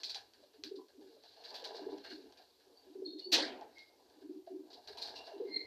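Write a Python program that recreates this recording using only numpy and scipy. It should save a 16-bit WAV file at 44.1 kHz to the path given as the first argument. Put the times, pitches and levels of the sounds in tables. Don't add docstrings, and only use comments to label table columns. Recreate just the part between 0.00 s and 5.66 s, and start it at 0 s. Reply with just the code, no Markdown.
import sys
import numpy as np
from scipy import signal
from scipy.io import wavfile

SR = 44100
rng = np.random.default_rng(int(sys.argv[2]) if len(sys.argv) > 2 else 0)


def put_to_file(sound):
    columns = np.atleast_2d(sound).T
    safe = np.clip(columns, -1, 1)
    whole_steps = np.round(safe * 32767)
    wavfile.write(sys.argv[1], SR, whole_steps.astype(np.int16))


N = 249606

# [peak t/s, length/s between edges, f/Hz at peak, peak level/dB]
HIGH_THROBS = [(0.555, 0.032, 433, -57), (0.643, 0.039, 401, -55.5), (0.691, 0.03, 372, -56),
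               (0.718, 0.017, 409, -38), (0.746, 0.021, 400, -42), (0.777, 0.046, 377, -44.5),
               (0.8, 0.045, 431, -51), (0.957, 0.028, 387, -59), (1.029, 0.059, 409, -56),
               (1.061, 0.042, 384, -52.5), (1.119, 0.13, 456, -62), (1.531, 0.028, 402, -54),
               (1.63, 0.014, 518, -50), (1.7, 0.088, 405, -52.5), (1.745, 0.02, 453, -44),
               (1.762, .026, 375, -50.5), (1.807, 0.07, 395, -47), (1.869, 0.015, 410, -33),
               (1.895, 0.019, 431.4, -43), (1.93, 0.046, 403, -43.5), (2.113, 0.038, 379, -49),
               (2.187, 0.094, 390.6, -59), (2.255, 0.07, 432, -60.5), (2.684, 0.068, 375, -66),
               (2.72, 0.067, 478, -65), (2.84, .03, 417, -64), (2.89, 0.055, 373, -59),
               (2.962, 0.022, 396, -43), (2.996, 0.037, 373, -43), (3.028, 0.022, 394, -34.5),
               (3.06, .047, 360, -40.5), (3.117, 0.06, 360, -47.5), (3.141, 0.041, 408, -50.5),
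               (3.188, .025, 367, -52.5), (3.272, 0.035, 366, -42), (3.316, 0.095, 363, -43),
               (4.226, .02, 383, -49), (4.255, 0.035, 392, -50), (4.304, 0.049, 362, -43),
               (4.338, 0.13, 387.3, -53.5), (4.402, 0.017, 363, -53.5), (4.474, .025, 363, -54),
               (4.517, 0.042, 377, -42), (4.558, 0.04, 368.5, -40.5), (4.603, 0.059, 378.5, -50),
               (4.633, .045, 377, -51), (4.911, 0.026, 412, -50.5), (5.353, 0.054, 402, -48),
               (5.385, 0.094, 334, -54), (5.407, 0.018, 417, -34), (5.427, 0.037, 483, -40.5),
               (5.441, .016, 436, -52), (5.456, 0.02, 396, -38), (5.481, 0.029, 408, -44),
               (5.567, .035, 429, -49), (5.65, .03, 444, -55.5)]
# [peak t/s, peak level/dB]
LOW_PULSES = [(0.6, -57.5), (0.665, -47.5), (0.786, -46), (0.994, -53.5), (1.09, -61.5), (1.828, -49.5),
              (1.9, -57), (1.937, -46.5), (2.137, -47.5), (2.19, -62), (2.254, -66), (2.868, -68),
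              (2.912, -56.5), (2.989, -51), (3.079, -44), (3.157, -45), (3.337, -42.5), (3.388, -44.5),
              (3.418, -41), (4.175, -57.5), (4.25, -47.5), (4.306, -44), (4.37, -45), (4.516, -61),
              (4.542, -46.5), (4.606, -50), (4.657, -59), (5.507, -46), (5.572, -51.5), (5.612, -62)]
LOW_HZ, LOW_LENGTH_S = 298, 0.044
LOW_RISE, HIGH_SAG = 0.11, 0.036
SWELL_SHARE = 0.43

# [f/Hz, width/Hz of each of two passes, relative level/dB]
MURMUR_MODES = [(298.6, 53, 1), (382.7, 114, 5.5), (460, 130, -5)]
# [start t/s, held/s, target level/dB]
MURMUR_PHRASES = [(0.0, 0.044, -71), (0.35, 0.068, -70), (0.6, 0.27, -76.5), (0.97, 0.066, -60.5),
                  (1.45, 0.39, -72), (1.78, 0.21, -56), (2.08, .15, -60.5), (2.37, 0.024, -80),
                  (2.65, 0.06, -72), (2.83, 0.11, -67.5), (2.97, 0.29, -63.5), (3.42, 0.089, -50.5),
                  (3.95, 0.28, -72), (4.55, 0.23, -67), (4.87, 0.33, -68), (5.33, 0.41, -59)]
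MURMUR_BED_DB, MURMUR_RISE_S, MURMUR_T60_S = -90, 0.034, 0.5

# [t/s, peak level/dB, level/dB
# of the scrape, level/dB of the shaken mesh and boards]
CLAW_TICKS = [(0.0339, -30.5, -40, -80), (0.0416, -37, -60, -79), (0.0476, -37.5, -61, -82),
              (0.0946, -39.5, -41.5, -63), (0.1458, -31.5, -40.5, -56), (0.3357, -50.5, -64.5, -72),
              (0.43, -75, -69, -77), (0.533, -70, -65.5, -72), (0.637, -30.5, -40.5, -59.5),
              (0.754, -70, -58.5, -85), (0.884, -57.5, -72, -73), (1.01, -63, -67, -77),
              (1.07, -66, -75, -77), (1.2366, -52, -63.5, -69), (1.4383, -50, -53, -61),
              (1.542, -45, -43, -60), (1.6412, -38.5, -40, -57.5), (1.745, -67, -54.5, -63),
              (1.983, -47.5, -81, -82), (2.041, -55, -48.5, -49), (2.101, -51, -50.5, -57),
              (2.3235, -51, -74, -96), (2.373, -53, -57, -68), (2.599, -62, -70, -75),
              (3.187, -56, -52.5, -85.5), (3.2025, -59, -75, -88), (3.33, -52, -53, -70),
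              (3.6115, -50, -62.5, -71), (3.7832, -47, -57, -99), (4.099, -59, -81, -75),
              (4.21, -72, -74, -74), (4.4656, -61, -66.5, -73), (4.702, -64, -56, -74),
              (4.73, -48.5, -54, -77), (4.8749, -42, -49.5, -60), (4.9724, -43.5, -43.5, -74),
              (5.017, -44, -43, -61), (5.0738, -43, -55, -64), (5.157, -49, -48, -86),
              (5.2664, -69, -56, -65)]
# [f/Hz, level/dB per Hz]
TICK_SPECTRUM = [(1000, -30), (1600, -14), (3000, -5), (4600, 0), (6000, -6)]
# [f/Hz, level/dB per Hz]
GRIT_SPECTRUM = [(1350, -82.5), (2300, -12.5), (3030, -19.5), (3920, -2), (4520, 0), (6530, -38),
                 (13700, -32), (14500, -38), (15000, -61)]
# [lowest f/Hz, highest f/Hz, width/Hz of each of two passes]
WIRE_RANGE = (2500, 6900, 57)
# [f/Hz, width/Hz of each of two passes, relative level/dB]
BOARD_MODES = [(693, 262, 16), (811, 130, 7.5), (978, 35, 5), (474.5, 98, 12)]
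# [f/Hz, width/Hz of each of two passes, relative level/dB]
MESH_MODES = [(1636, 290, 10.5), (2190, 170, 0), (2830, 130, 4)]
# [t/s, grit level/dB, boards level/dB]
BUSTLE_CURVE = [(0.0, -55, -55.5), (0.04, -65.5, -68), (0.2, -63.5, -75.5), (0.3, -75, -79),
                (0.6, -85.5, -92), (1.0, -81, -83), (1.3, -68.5, -75), (1.5, -57.5, -58.5),
                (1.75, -63.5, -56.5), (1.93, -64, -54.5), (2.02, -64.5, -68.5), (2.15, -62, -73),
                (2.3, -70.5, -71), (2.43, -71.5, -68), (2.53, -75.5, -95), (2.7, -78, -77),
                (2.85, -72, -75), (3.0, -79.5, -76.5), (3.17, -93, -82), (3.6, -102, -54.5),
                (3.76, -66, -76), (3.95, -80.5, -76.5), (4.22, -75.5, -72), (4.44, -88, -88.5),
                (4.75, -80, -64), (4.85, -69, -71), (5.0, -61, -57.5), (5.25, -63, -60.5), (5.44, -70, -63),
                (5.66, -73.5, -72)]
MESH_VS_BUSTLE_DB = -10
BOARDS_VS_MESH_DB = -4.5
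SCRAPE_T60_S, SHAKE_T60_S = 0.17, 0.22

# [start t/s, start f/Hz, top level/dB rms, top level/dB rms of the octave, rise/s, fade t60/s,
# glide/Hz per s, roughness 0-1]
HINGE_SQUEAKS = [(2.765, 4560, -65, -95, .01, .25, 300, .8), (3.047, 4290, -44, -85, .015, .33, -300, .55),
                 (3.05, 3740, -58, -95, .03, .5, -100, .8), (3.184, 4240, -45, -85, .014, .14, 2500, .7),
                 (3.181, 3630, -63, -95, .008, .3, 500, .9), (3.21, 4370, -45, -85, .048, .2, 1500, .5),
                 (3.195, 2900, -68, -95, .035, .2, 50, .6), (3.745, 2150, -60, -77, .03, .45, -50, .5),
                 (5.45, 2105, -50, -37, .115, .5, 20, .4), (5.15, 2790, -56, -62, .014, .56, -250, .9)]

# [f/Hz, relative level/dB per Hz]
SLAM_SPECTRUM = [(200, -20), (300, -3.5), (460, -9), (620, 0.5), (850, -9.5), (1200, -27), (1450, -11.5),
                 (3000, -7), (4300, 6), (5200, -0.5), (6500, -16), (8400, -49), (9700, -38.5), (13500, -18)]
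# [f/Hz, t60/s]
SLAM_FADE = [(200, 1), (530, 0.66), (1390, 0.67), (3680, 0.36), (5000, 0.25), (6500, .17), (9700, 0.11)]
SLAM_S, SLAM_DB = 3.315, -29
SLAM_RISE_S, BASS_LAG_CYCLES = 0.011, 8.0

# [t/s, level/dB before the onset is softened, f/Hz]
WOOD_KNOCKS = [(0.153, -43, 810), (0.425, -52.5, 613), (0.785, -53.5, 1014), (0.787, -56, 798),
               (0.81, -56.5, 1010), (1.012, -59, 797), (1.164, -53, 567), (1.239, -57, 691),
               (1.36, -56, 668), (2.393, -55, 735), (3.612, -42.5, 840), (4.469, -41, 678),
               (4.774, -51, 718), (4.973, -45, 949), (5.273, -46, 679), (5.314, -43.5, 642)]
KNOCK_T60_S = 0.12

# [delay t/s, level/dB]
WALL_ECHOES = [(.013, -16), (.029, -25.5), (0.048, -14)]

# [f/Hz, width/Hz of each of two passes, relative level/dB]
THUD_MODES = [(74.4, 36, -4), (110, 19, -6.5)]
# [t/s, level/dB before the onset is softened]
HEAVY_STEPS = [(0.1, -77), (0.6, -80), (1.0, -86), (1.85, -71), (2.05, -77), (2.24, -93), (3.0, -88),
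               (3.32, -73), (3.47, -76), (4.201, -93), (4.68, -93), (4.86, -69), (5.07, -70), (5.5, -78),
               (5.63, -71)]
THUD_BED_DB, THUD_T60_S = -91, 0.41

# [f/Hz, relative level/dB per Hz]
AIR_SPECTRUM = [(26, -56), (45, -25.5), (156, -21.5), (281, -6), (386, 2.5), (614, -5.5), (804, -7),
                (1220, -17), (1710, -19.5), (2410, -17.5), (4550, -11.5), (8190, -21.5), (12100, -22),
                (13300, -14), (15400, -41.5)]
AIR_DB = -73
BASS_CUT_HZ, TREBLE_STEP_HZ, CUTOFF_HZ = 202, 15000, 15600


def coo(edge_db=-12, squareness=2.6, rough=0.14):
    throbs = [(*row, -HIGH_SAG) for row in HIGH_THROBS]
    throbs += [(s, LOW_LENGTH_S, LOW_HZ, db, LOW_RISE) for s, db in LOW_PULSES]
    out, start_turn = np.zeros(N), rng.random(len(throbs))
    flutter = fuzz(rough, rate=43.3)
    for k, (s, length, hz, db, slide) in enumerate(throbs):
        at = np.arange(round((s - length) * SR), min(round((s + length) * SR), N))
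        t = at / SR - s
        side = np.where(t < 0, SWELL_SHARE, 1 - SWELL_SHARE)
        shape = from_db(db + edge_db * np.abs(t / length / side) ** squareness)
        phase = 2 * np.pi * (hz * t * (1 + slide * t / length) + start_turn[k])
        own_flutter = np.roll(flutter, 997 * k)[at]
        out[at] += shape * np.real(own_flutter * np.exp(1j * phase))
    return out


def coo_murmur():
    level = from_db(MURMUR_BED_DB) + bursts(MURMUR_PHRASES, MURMUR_RISE_S, MURMUR_T60_S)
    return level * from_db(2.0 * drift(15)) * resonate(rng.standard_normal(N), MURMUR_MODES)


def scuffing():
    grit_db, boards_db = in_time(BUSTLE_CURVE)
    s, _, scrape_db, shake_db = np.transpose(CLAW_TICKS)
    scrapes = bursts(zip(s, 0 * s, scrape_db), 0.005, SCRAPE_T60_S)
    shake = bursts(zip(s, 0 * s, shake_db), 0.0075, SHAKE_T60_S)

    effort = from_db(grit_db + 2.0 * drift(42)) + scrapes
    grit = effort * gritty_noise()

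    rub = grains(per_s=500, spread_db=2.5, smooth=0.67)
    boards_level = from_db(boards_db) + from_db(BOARDS_VS_MESH_DB) * shake
    boards = boards_level * from_db(2.0 * drift(12)) * resonate(rub[0], BOARD_MODES)

    mesh_level = from_db((grit_db + boards_db) / 2 + MESH_VS_BUSTLE_DB) + shake
    mesh_rub = rub[1] + 1.9 * rub[0]
    mesh = mesh_level * from_db(1.0 * drift(39)) * resonate(mesh_rub, MESH_MODES)
    return claw_ticks() + grit + boards + mesh


def claw_ticks():
    s, db, _, _ = np.transpose(CLAW_TICKS)
    clicks = np.zeros(N)
    clicks[np.round(s * SR).astype(int)] = from_db(db)
    impulse = np.eye(1, 400).repeat(2, axis=0)
    ring = sum(band for _, band in bands(impulse, TICK_SPECTRUM))
    ring = signal.sosfilt(signal.butter(8, 6300, fs=SR, output="sos"), ring)
    return np.convolve(clicks, ring / np.abs(ring).max())[:N]


def gritty_noise():
    sand = grains(per_s=1500, spread_db=2.0, smooth=1.0)
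    hiss = rms_one(sum(band * from_db(2.4 * drift(6)) for _, band in bands(sand, GRIT_SPECTRUM)))
    return rms_one(hiss + from_db(-6) * wires(sand[0]))


def wires(sand, count=18, swing_db=3.0):
    low, high, width = WIRE_RANGE
    pitches = np.geomspace(low, high, count) * (1 + 0.023 * rng.standard_normal(count))
    out = 0
    for hz in pitches:
        level = from_db(at_hz(GRIT_SPECTRUM, hz) + swing_db * drift(2.2))
        out = out + level * resonate(sand, [(hz, width, 0)])
    return rms_one(out)


def hinge(throb_db=2.0, lasts=0.42, release_s=0.02):
    out, slips = np.zeros(N), fuzz(1, rate=75.0)
    throb = from_db(throb_db * drift(30))
    for k, (s, hz, db, octave_db, rise, t60, glide, rough) in enumerate(HINGE_SQUEAKS):
        length = rise + lasts * t60
        at = np.arange(round(s * SR), min(round((s + length) * SR), N))
        t, rough = at / SR - s, np.clip(rough, 0, 1)
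        swell_db = -28 * np.abs(1 - t / rise) ** 1.33
        shape_db = np.where(t < rise, swell_db, -60 * (t - rise) / t60)
        turn = np.exp(2j * np.pi * (hz * t + glide * t ** 2 / 2))
        tone = from_db(db + shape_db) * turn + from_db(octave_db + 2.06 * shape_db) * turn ** 2
        own_slips = np.roll(slips, 1999 * k)[at]
        blur = np.sqrt(1 - rough) + np.sqrt(rough) * own_slips
        let_go = np.minimum((length - t) / release_s, 1)
        out[at] += np.sqrt(2) * throb[at] * let_go * np.real(blur * tone)
    return out


def slam():
    t, out = np.maximum(np.arange(N) / SR - SLAM_S, 0), 0
    rattle = grains(per_s=2500, spread_db=1.0, smooth=0.92)
    for hz, band in bands(rattle, SLAM_SPECTRUM):
        rise = 1 - np.exp(-(t / (SLAM_RISE_S + BASS_LAG_CYCLES / hz)) ** 2)
        fade = from_db(-60 * t / at_hz(SLAM_FADE, hz) + 2.7 * drift(17))
        out = out + band * rise * fade
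    return from_db(SLAM_DB) * out / out[round(SLAM_S * SR):][:SR // 10].std()


def knocks(rise_s=0.0047):
    out, rattle = np.zeros(N), fuzz(0.48, rate=65.0)
    for s, db, hz in WOOD_KNOCKS:
        first = round(s * SR)
        t = np.arange(N - first)[:SR // 2] / SR
        level = from_db(db - 60 * t / KNOCK_T60_S) * (1 - np.exp(-t / rise_s))
        note = level * np.exp(2j * np.pi * hz * t)
        out[first:][:len(t)] += np.real(note * rattle[first:][:len(t)])
    return out


def loft_echo(x):
    echoes = sum(from_db(db) * np.roll(x, round(s * SR)) * (np.arange(N) > s * SR) for s, db in WALL_ECHOES)
    return x + echoes


def footfalls():
    steps = [(s, 0, db) for s, db in HEAVY_STEPS]
    level = from_db(THUD_BED_DB) + bursts(steps, 0.018, THUD_T60_S)
    return level * from_db(1.0 * drift(14)) * resonate(rng.standard_normal(N), THUD_MODES)


def air(patchy_db=2.5, steady_hz=3000):
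    together, noise, out = drift(1.3), rng.standard_normal((2, N)), 0
    for hz, band in bands(noise, AIR_SPECTRUM):
        wander_db = patchy_db / (1 + hz / steady_hz) * (0.27 * together + drift(7))
        out = out + band * from_db(wander_db)
    return from_db(AIR_DB) * rms_one(out)


def from_db(db):
    return 10 ** (np.asarray(db) / 20)


def rms_one(x):
    return x / np.sqrt(np.mean(x ** 2) + 1e-20)


def in_time(rows):
    s, *columns = np.transpose(rows)
    return [np.interp(np.arange(N) / SR, s, c) for c in columns]


def at_hz(points, hz):
    points = np.array(points)
    return np.interp(np.log(hz), np.log(points[:, 0]), points[:, 1])


def drift(rate):
    r = np.exp(-2 * np.pi * rate * 20 / SR)
    noise = rng.standard_normal(N // 20 + 2002)
    slow = signal.lfilter([1], [1, -2 * r, r * r], noise)[2000:]
    return np.interp(np.arange(N) / 20, np.arange(len(slow)), rms_one(slow))


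def fuzz(share, rate):
    share = np.clip(share, 0, 1)
    return np.sqrt(1 - share) + np.sqrt(share / 2) * (drift(rate) + 1j * drift(rate))


def bursts(events, rise_s, t60):
    out = np.zeros(N)
    for s, held, db in events:
        at = np.arange(round(s * SR), min(round((s + held + t60) * SR), N))
        t = np.maximum(at / SR - s, 0)
        fade_db = -60 * np.maximum(t - held, 0) / t60
        out[at] += from_db(db + fade_db) * (1 - np.exp(-t / rise_s))
    return out


def grains(per_s, spread_db, smooth):
    sizes = from_db(spread_db * np.minimum(rng.exponential(1, (2, N)), 5))
    clicks = sizes * (rng.random((2, N)) < per_s / SR) * rng.choice([-1, 1], (2, N))
    return rms_one(clicks) + smooth * rng.standard_normal((2, N))


def bands(sources, spectrum):
    edges = 30 * 2 ** (np.arange(28) / 3)
    for k, (low, high) in enumerate(zip(edges, edges[1:])):
        hz = np.sqrt(low * high)
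        if spectrum[0][0] < hz:
            sos = signal.butter(2, [low, high], "band", fs=SR, output="sos")
            yield hz, from_db(at_hz(spectrum, hz)) * signal.sosfilt(sos, sources[k % 2])


def resonate(x, modes):
    out = 0
    for hz, width, db in modes:
        r = np.exp(-np.pi * width / SR)
        poles = [1, -2 * r * np.cos(2 * np.pi * hz / SR), r * r]
        once = signal.lfilter([1], poles, x)
        twice = signal.lfilter([1, 0, -1], poles, once)
        out = out + from_db(db) * rms_one(twice)
    return rms_one(out)


def scene():
    near = loft_echo(coo() + hinge() + knocks()) + scuffing() + slam() + coo_murmur()
    near = signal.sosfilt(signal.butter(6, BASS_CUT_HZ, "high", fs=SR, output="sos"), near)
    return (near + footfalls() + air())[None]


def record(dry):
    dry = signal.sosfilt(signal.cheby2(10, 22, TREBLE_STEP_HZ, fs=SR, output="sos"), dry)
    return signal.sosfilt(signal.cheby2(12, 70, CUTOFF_HZ, fs=SR, output="sos"), dry)


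dry = scene()
out = record(dry)
put_to_file(out)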